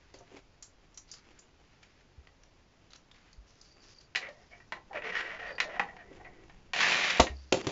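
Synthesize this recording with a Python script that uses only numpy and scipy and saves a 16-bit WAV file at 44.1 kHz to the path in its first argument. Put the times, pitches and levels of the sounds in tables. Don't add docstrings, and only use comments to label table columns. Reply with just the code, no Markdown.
import sys
import numpy as np
from scipy import signal
from scipy.io import wavfile
from scipy.ndimage import uniform_filter1d

SR = 44100
rng = np.random.default_rng(int(sys.argv[2]) if len(sys.argv) > 2 else 0)


def pcm_store(signal):
    levels = np.round(np.clip(np.atleast_2d(signal), -1, 1) * 32767)
    wavfile.write(sys.argv[1], SR, levels.astype(np.int16).T)


N = 340011


def amp(db):
    return 10 ** (np.asarray(db) / 20)


def unit_rms(x):
    return x / np.sqrt(np.mean(x ** 2) + 1e-20)


def unit_hit(x):
    return x / np.sqrt(uniform_filter1d(x ** 2, size=441).max() + 1e-20)


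def curve_at(points, hz):
    point_hz, value = np.transpose(points)
    return np.interp(np.log(hz + 1), np.log(point_hz + 1), value)


def add(mix, start, sound):
    part = mix[round(start * SR):][:len(sound)]
    part += sound[:len(part)]


def eq(x, curve, peaks=(), size=8192):
    hz = abs(np.fft.fftfreq(size, 1 / SR))
    lift = 1 + sum((amp(db) ** 2 - 1) / (1 + (2 * (hz - f) / width) ** 2) for f, width, db in peaks)
    log_gain = np.log(amp(curve_at(curve, hz)) * np.sqrt(np.maximum(lift, .1)))
    taps = np.fft.ifft(np.exp(np.conj(signal.hilbert(log_gain)))).real[:size // 2]
    return signal.oaconvolve(x, taps)[:len(x)]


def three_bands(x):
    bands = [(1200, "lowpass"), ((1200, 3500), "bandpass"), ((3500, 7600), "bandpass")]
    return [signal.sosfilt(signal.butter(4, hz, kind, fs=SR, output="sos"), x) for hz, kind in bands]


def resonate(x, hz, width_hz):
    turn = np.exp(2j * np.pi * np.cumsum(hz) / SR)
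    pole = np.exp(-np.pi * width_hz / SR)
    return (turn * signal.lfilter([1 - pole], [1, -pole], x / turn)).real


def wobble(n, per_s, depth_db):
    steps = np.arange(n) * per_s / SR
    return amp(depth_db * np.interp(steps, np.arange(n), rng.standard_normal(n)))


def grains(n, per_s, spread_db):
    size = amp(spread_db * np.minimum(rng.exponential(1, n), 4))
    return unit_rms(size * rng.standard_normal(n) * (rng.random(n) < per_s / SR))


def contact(chatter_s, spike=0.68, rise_s=0.00051):
    t = np.arange(SR // 4) / SR
    force = rng.choice([-1., 1.], len(t)) * np.exp(-t / chatter_s) * (1 - np.exp(-t / rise_s))
    force[0] += spike * np.linalg.norm(force)
    return force


def stroke(t, length, attack_s=0.01, release_s=0.01):
    return np.clip(t / attack_s, 0, 1) * np.exp(-np.maximum(t - length, 0) / release_s)


def movements(cues, **fades):
    t = np.arange(N) / SR
    return np.sqrt(sum((amp(db) * stroke(t - start, length, **fades)) ** 2 for start, length, db in cues))


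# frequency in Hz, gain in dB.
ROOM_TONE_EQ = [(15, -38.5), (25, 5.5), (60, 0.5), (156, -4), (198, -10), (290, -7.5), (808, -13.5),
                (2530, -19.5), (4180, -23), (4940, -21.5), (6890, -28), (7400, -32.5), (9620, -54.5),
                (16300, -120)]


def room_tone(level_db=-65):
    return amp(level_db) * unit_rms(eq(rng.standard_normal(N), ROOM_TONE_EQ))


# frequency in Hz, gain in dB.
SKIN_EQ = [(300, -14.5), (2000, -2), (3800, -8), (4700, -3.5), (6800, -7.5), (7500, -10.5)]


def grip_hiss(level_db=-79.5):
    friction = eq(grains(N, per_s=19000, spread_db=2.5), SKIN_EQ)
    return amp(level_db) * unit_rms(sum(three_bands(friction)))


# start in seconds, length in seconds, level in dB, centre of the hiss in Hz.
FINGER_RUBS = [(0, 0.32, -70, 2010), (1.074, 0.12, -63, 4730), (1.143, 0.25, -68.5, 1900),
               (1.623, 0.39, -70.5, 2200), (2.9, 0.059, -59.5, 3950), (3.135, .2, -67, 2090),
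               (3.465, 0.27, -68, 5800), (3.62, 0.045, -67, 6000), (3.814, 0.12, -62, 5700),
               (3.948, .1, -70, 6000), (4.301, 0.4, -73, 5500), (7.296, 0.36, -67.5, 5420)]


def finger_rubs(boost_db=9, width_hz=1500):
    t, out = np.arange(round(.6 * SR)) / SR, np.zeros(N)
    for start, length, db, hz in FINGER_RUBS:
        slips = grains(len(t), per_s=4200, spread_db=0.5) * wobble(len(t), per_s=46.5, depth_db=2.0)
        hiss = sum(three_bands(eq(slips, SKIN_EQ, [(hz, width_hz, boost_db)])))
        add(out, start, amp(db) * stroke(t, length) * unit_rms(hiss))
    return out


# frequency in Hz, gain in dB.
SHUFFLE_EQ = [(50, -11), (150, -4.5), (370, 2.5), (620, -4.5), (800, -3.5), (1400, -10.5), (2700, -7.5),
              (4000, -18.5), (7000, -19.5)]
# start in seconds, length in seconds, level in dB.
ARM_SHUFFLES = [(.26, 0.13, -58.5), (.82, 0.74, -69), (1.26, 0.23, -64.5), (3.76, 0.17, -64.5),
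                (4.28, 0.25, -67), (5.5, 1.25, -66), (7.54, 0.075, -41), (7.635, 0.1, -39.5)]


def arm_shuffle(hold_db=-72):
    friction = grains(N, per_s=2000, spread_db=2.5) * wobble(N, per_s=26, depth_db=4.5)
    return np.hypot(amp(hold_db), movements(ARM_SHUFFLES)) * unit_rms(eq(friction, SHUFFLE_EQ))


# start in seconds, length in seconds, level in dB.
ARM_LEANS = [(4.2, 1.7, -64), (5.6, 1.1, -58.5)]


def table_rumble(hold_db=-68.5):
    rumble = eq(rng.standard_normal(N), [(20, -4.5), (48, -7.5), (105, -14.5), (200, -16), (800, -52.5)])
    swells = movements(ARM_LEANS, attack_s=0.53, release_s=.2)
    return np.hypot(amp(hold_db), swells) * unit_rms(rumble)


# frequency in Hz, gain in dB.
CATCH_EQ = [(80, -24), (350, -29), (800, -17.5), (2000, -7), (3700, -5), (4700, 8.5), (6800, 15.5),
            (7500, 11)]
# start in seconds, snap and shell levels in dB before
# the band trims, chatter decay in seconds, ring pitch in Hz.
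KEY_CLICKS = [(0.1393, -55.5, -59.5, 0.014, 4600), (0.187, -56.5, -79, 0.008, 5860),
              (0.3652, -62, -53.5, 0.01, 2270), (0.625, -42, -58, 0.012, 7500),
              (0.9438, -58, -74, 0.0095, 5700), (0.974, -42, -55, 0.0091, 5900),
              (1.1147, -41, -68, 0.013, 4720), (1.1375, -50, -53, 0.0073, 5100),
              (1.3903, -51, -70, 0.01, 7300), (1.829, -61, -56, 0.0081, 2400),
              (2.2713, -79, -54, 0.0037, 1970), (2.4342, -58.5, -61.5, .004, 5670),
              (2.905, -63, -66, 0.0062, 4000), (2.9333, -53.5, -51, 0.002, 4000),
              (2.9595, -53.5, -59, 0.0041, 5730), (3.1131, -64, -54.5, 0.0065, 3600),
              (3.3292, -57, -63.5, 0.0054, 4560), (3.6126, -50.5, -68, .006, 4770),
              (4.0094, -59, -63, .007, 4540), (5.552, -65, -57, 0.0064, 4800)]


def key_clicks(low_trim_db=-9, mid_trim_db=-1, high_trim_db=-2, ring_width_hz=350, best_ring_hz=3500):
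    out = np.zeros(N)
    for start, snap_db, shell_db, chatter_s, hz in KEY_CLICKS:
        boost_db = 16 / np.hypot(1, 2 * np.log(hz / best_ring_hz))
        snap = eq(contact(chatter_s, spike=0.15, rise_s=0.00033), CATCH_EQ, [(hz, ring_width_hz, boost_db)])
        levels = shell_db + low_trim_db, shell_db + mid_trim_db, snap_db + high_trim_db
        add(out, start, sum(amp(db) * unit_hit(band) for db, band in zip(levels, three_bands(snap))))
    return out


# pitch in Hz, relative level in dB, time to fall 60 dB in seconds.
STAND_MODES = [(108, 5.5, 0.06), (156, -9, 0.13), (215, -17, 0.19), (288, -3.5, 0.071), (384, -4.5, 0.092),
               (525, -5.5, 0.098), (590, -8, 0.072), (702, -2.5, 0.084), (718, -18, 0.13),
               (912, -3.5, 0.056), (940, -19.5, 0.12), (1130, -10.5, 0.076), (1580, -13.5, 0.06),
               (2000, -7.5, 0.07)]
# frequency in Hz, gain in dB.
CRACK_EQ = [(60, -5.5), (300, 4.5), (800, 6.5), (1400, -3), (2400, 1.5), (4000, -3.5), (7200, -5)]
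# start in seconds, ring level in dB,
# crack level in dB, centre of the blow in Hz, rattle decay in seconds.
STAND_HITS = [(0.14, -51.5, -56, 467, 0.046), (0.206, -53, -75, 520, 0.017), (0.316, -54, -84, 360, 0.011),
              (0.342, -52, -62, 330, 0.018), (0.367, -55, -56, 340, 0.011),
              (6.111, -48.5, -76, 410, 0.0069), (7.1975, -12, -17, 700, 0.012),
              (7.5223, -22, -20, 490, 0.0055), (7.539, -26.5, -38, 480, 0.0087),
              (7.57, -37, -41, 320, 0.015), (7.667, -29, -30, 241, 0.0069), (7.689, -40, -38.5, 475, 0.016)]


def stand_hits(crack_lag_s=0.0024, rattle_share=0.67, focus=1.8):
    t, ring, crack = np.arange(SR // 2) / SR, np.zeros(N), np.zeros(N)
    for start, ring_db, crack_db, centre_hz, rattle_s in STAND_HITS:
        modes = 0
        for k, (hz, db, t60) in enumerate(STAND_MODES):
            share = (-1) ** k / np.hypot(1, focus * (hz / centre_hz - centre_hz / hz))
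            modes += share * amp(db - 60 * t / t60) * np.sin(2 * np.pi * hz * t)
        rattle = contact(rattle_s, spike=0)
        force = rattle_share * rattle / np.linalg.norm(rattle)
        force[0] += 1
        add(ring, start, amp(ring_db) * unit_hit(signal.fftconvolve(force, modes)))
        plastic = sum(three_bands(eq(contact(rattle_s), CRACK_EQ)))
        add(crack, start + crack_lag_s, amp(crack_db) * unit_hit(plastic))
    return ring, crack


# start in seconds, level in dB, pitch in Hz, time to fall 60 dB in seconds.
SWAY_THUMPS = [(2.179, -38.5, 68, 0.12), (3.378, -40, 52, 0.18), (7.199, -14, 63.8, 0.1),
               (7.298, -34, 67.5, 0.56)]


def sway_thumps(rise_s=0.0047):
    t, out = np.arange(SR // 2) / SR, np.zeros(N)
    for start, db, hz, t60 in SWAY_THUMPS:
        envelope = amp(db - 60 * t / t60) * (1 - np.exp(-t / rise_s))
        add(out, start, envelope * np.sin(2 * np.pi * hz * t))
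    return out


# start in seconds, length in seconds, level in dB.
KEY_SQUEAKS = [(3.61, 0.45, -68), (5.47, 0.17, -62), (7.33, 0.44, -67)]


def key_squeaks(pitch_hz=4680, width_hz=340):
    pitch = np.full(N, pitch_hz)
    slips = rng.standard_normal(N) * wobble(N, per_s=160, depth_db=6.5)
    squeak = resonate(resonate(slips, pitch, width_hz), pitch, width_hz)
    return movements(KEY_SQUEAKS) * unit_rms(squeak)


# pitch in Hz, width in Hz, boost in dB at full strength.
SHELL_MODES = [(504, 37, 6), (714, 56, 9.5), (1058, 160, 7), (1538, 20, 8.5), (1762, 13, 8), (1872, 66, 19),
               (1916, 27, 8.5), (2318, 81, 15.5), (2554, 150, 5.5), (2840, 250, 7.5), (3000, 110, 0.5),
               (3970, 110, 4)]


def shell_peaks(strength, pitch_ratio=1, detune=.025):
    tuning = pitch_ratio * (1 + detune * rng.standard_normal(len(SHELL_MODES)))
    return [(hz * ratio, width, db * strength) for (hz, width, db), ratio in zip(SHELL_MODES, tuning)]


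# frequency in Hz, gain in dB.
KNOCK_EQ = [(60, -53.5), (155, -4), (260, -9.5), (350, -4), (560, -3.5), (850, 3), (1250, -1), (1800, 6.5),
            (2900, 1), (3600, -11), (5500, -16), (7300, -23.5)]
# start in seconds, shell level in dB before its
# trim, table thud level in dB, crack level in dB, favoured ring in Hz.
TRUCK_KNOCKS = [(4.1498, -30.5, -46, -45, 2400), (4.1584, -25.5, -44.5, -31, 2450),
                (4.171, -47, -43, -40.5, 1800), (4.2886, -59, -71, -56.5, 1820),
                (4.6024, -53, -60.5, -85, 1920), (4.7222, -34, -36.5, -46.5, 2000),
                (4.7704, -56, -50, -75, 770), (4.9314, -45.5, -48, -60.5, 2340),
                (4.9718, -36, -64, -61, 2330), (5.0215, -38, -52, -63, 2000), (5.5821, -33, -44, -54, 1900),
                (5.6022, -22, -38.5, -30.5, 2060), (5.7958, -22.5, -27, -43.5, 805),
                (5.9661, -50.5, -51, -63, 2120), (6.2477, -49, -73, -67, 1940),
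                (6.497, -55.5, -56, -65, 2250), (6.7344, -30.5, -36.5, -34, 2660),
                (6.8056, -28, -33, -30.5, 1600), (6.8301, -24, -48.5, -47, 2330),
                (7.1027, -32, -43, -31, 3400), (7.2686, -34.5, -45, -44.5, 2100)]


def truck_knocks(shell_trim_db=-2, ring_width_hz=90, ring_boost_db=9):
    out = np.zeros(N)
    for start, shell_db, thud_db, crack_db, hz in TRUCK_KNOCKS:
        force = contact(chatter_s=0.01)
        knock = eq(force, KNOCK_EQ, shell_peaks(strength=0.74) + [(hz, ring_width_hz, ring_boost_db)])
        levels = thud_db, shell_db + shell_trim_db, crack_db
        add(out, start, sum(amp(db) * unit_hit(band) for db, band in zip(levels, three_bands(knock))))
    return out


# frequency in Hz, gain in dB.
PUSH_EQ = [(60, -32), (170, -7), (290, -6.5), (450, 0.5), (850, -2.5), (1150, -6), (1450, -2), (1900, -0.5),
           (2400, -5.5), (3100, -8.5), (3700, -14.5), (5500, -12.5), (7300, -23)]
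# start in seconds, length in seconds, shell level in dB, wheel # drone
# level in dB, drone pitch at the start and at the end in Hz, axle whine in Hz. The long row at # 6.03 s is the
TRUCK_PUSHES = [(4.206, 0.064, -45.5, -52, 513, 560, 2350), (4.27, 0.036, -54, -50.5, 590, 600, 1870),
                (4.331, 0.11, -70, -64.5, 624, 730, 2100), (4.507, 0.046, -55, -58, 660, 710, 2240),
                (4.901, 0.021, -79, -45, 830, 800, 1970), (4.938, 0.041, -42, -41, 680, 560, 2470),
                (5.028, 0.079, -39.5, -45.5, 450, 425, 2150), (5.114, 0.052, -39, -51.5, 520, 890, 1900),
                (5.142, 0.07, -35, -50.5, 570, 360, 1710), (5.219, 0.15, -43, -51, 490, 650, 1940),
                (5.384, 0.13, -43.5, -50, 770, 550, 1950), (5.497, 0.066, -66, -49, 566, 510, 1710),
                (5.614, 0.092, -55.5, -44.5, 500, 660, 1770), (5.689, 0.047, -46.5, -50.5, 565, 590, 1960),
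                (5.728, 0.046, -45, -44, 650, 720, 1920), (5.861, .05, -55, -63, 740, 610, 2020),
                (5.916, .025, -73, -49.5, 750, 720, 2010), (5.98, 0.046, -53, -57.5, 700, 680, 1730),
                (6.03, 0.41, -70.5, -62.5, 366, 330, 2110), (6.196, 0.022, -61.5, -51.5, 715, 800, 2000),
                (6.243, 0.033, -55.5, -52.5, 712, 670, 2070)]


def truck_pushes(drone_below_db=-44, whine_below_db=-49, firm_push_db=-40, fizz_slope=1.43):
    t, out = np.arange(round(.65 * SR)) / SR, np.zeros(N)
    for start, length, shell_db, drone_db, from_hz, to_hz, whine_hz in TRUCK_PUSHES:
        treads = grains(len(t), per_s=7600, spread_db=1.0) * wobble(len(t), per_s=92, depth_db=1.5)
        low, mid, high = map(unit_rms, three_bands(eq(treads, PUSH_EQ, shell_peaks(strength=.6))))
        drone_pitch = np.interp(t, [0, length], [from_hz, to_hz])
        whine_pitch = whine_hz * wobble(len(t), per_s=30, depth_db=.22)
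        drone = unit_rms(resonate(low, drone_pitch, width_hz=50))
        whine = unit_rms(resonate(mid, whine_pitch, width_hz=120))
        low = unit_rms(low + min(amp(drone_below_db - shell_db), 2) * drone)
        mid = unit_rms(mid + min(amp(whine_below_db - shell_db), 2) * whine)
        fizz_db = firm_push_db - 20 + fizz_slope * (shell_db - firm_push_db)
        roll = amp(drone_db) * low + amp(shell_db) * mid + amp(fizz_db) * high
        add(out, start, roll * stroke(t, length, attack_s=0.013))
    return out


# frequency in Hz, gain in dB.
RACE_EQ = [(60, -34), (160, -11.5), (230, -15.5), (320, -14), (700, -7.5), (1300, -9), (1900, 0.5),
           (2450, 2.5), (3300, -6.5), (5000, -10.5), (7200, -16.5)]
# start in seconds, length in seconds, opening shell
# and tread fizz levels in dB, shell pitch as a ratio.
TRUCK_RUNS = [(6.736, .455, -31.5, -40, 1), (6.794, .32, -31, -38.5, .9)]


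def truck_race(low_trim_db=-9, coast_db_per_s=-10.5):
    t, out = np.arange(SR) / SR, np.zeros(N)
    for start, length, shell_db, fizz_db, pitch_ratio in TRUCK_RUNS:
        ribs = grains(len(t), per_s=6000, spread_db=0.0) * wobble(len(t), per_s=300, depth_db=1.5)
        ribs *= wobble(len(t), per_s=55, depth_db=1.1)
        peaks = shell_peaks(strength=0.25, pitch_ratio=pitch_ratio)
        low, mid, high = map(unit_rms, three_bands(eq(ribs, RACE_EQ, peaks)))
        whirr = amp(shell_db + low_trim_db) * low + amp(shell_db) * mid + amp(fizz_db) * high
        envelope = amp(coast_db_per_s * t) * stroke(t, length, attack_s=.015, release_s=.015)
        add(out, start, envelope * whirr)
    return out


# frequency in Hz, time to fall 60 dB in seconds.
ROOM_DECAY = [(150, 0.38), (600, 0.25), (1800, 0.14), (4500, 0.17), (7500, 0.18)]


def room_reverb(send, predelay_s=0.013):
    reflections = rng.choice([-1., 0, 0, 0, 1.], SR // 2)
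    hz, t, bands = signal.stft(reflections, SR, nperseg=256)
    decay = amp(-60 * t / curve_at(ROOM_DECAY, hz)[:, None])
    tail = signal.istft(bands * decay, SR)[1]
    tail[:round(predelay_s * SR)] = 0
    return signal.fftconvolve(send, tail / np.linalg.norm(tail))[:N]


def scene():
    knocks, clicks = truck_knocks(), key_clicks()
    rolling = truck_pushes() + truck_race()
    ring, crack = stand_hits()
    room = room_reverb(amp(-7) * (knocks + rolling) + amp(-8) * (clicks + crack)) + room_tone()
    hands = grip_hiss() + key_squeaks() + arm_shuffle() + table_rumble() + finger_rubs()
    return (knocks + clicks + rolling + ring + crack + sway_thumps() + hands + room)[None]


def record(dry):
    taps = signal.firwin(181, 7460, window=("kaiser", 6), fs=SR)
    return signal.oaconvolve(dry, taps[None], "same")


dry = scene()
out = record(dry)
pcm_store(out)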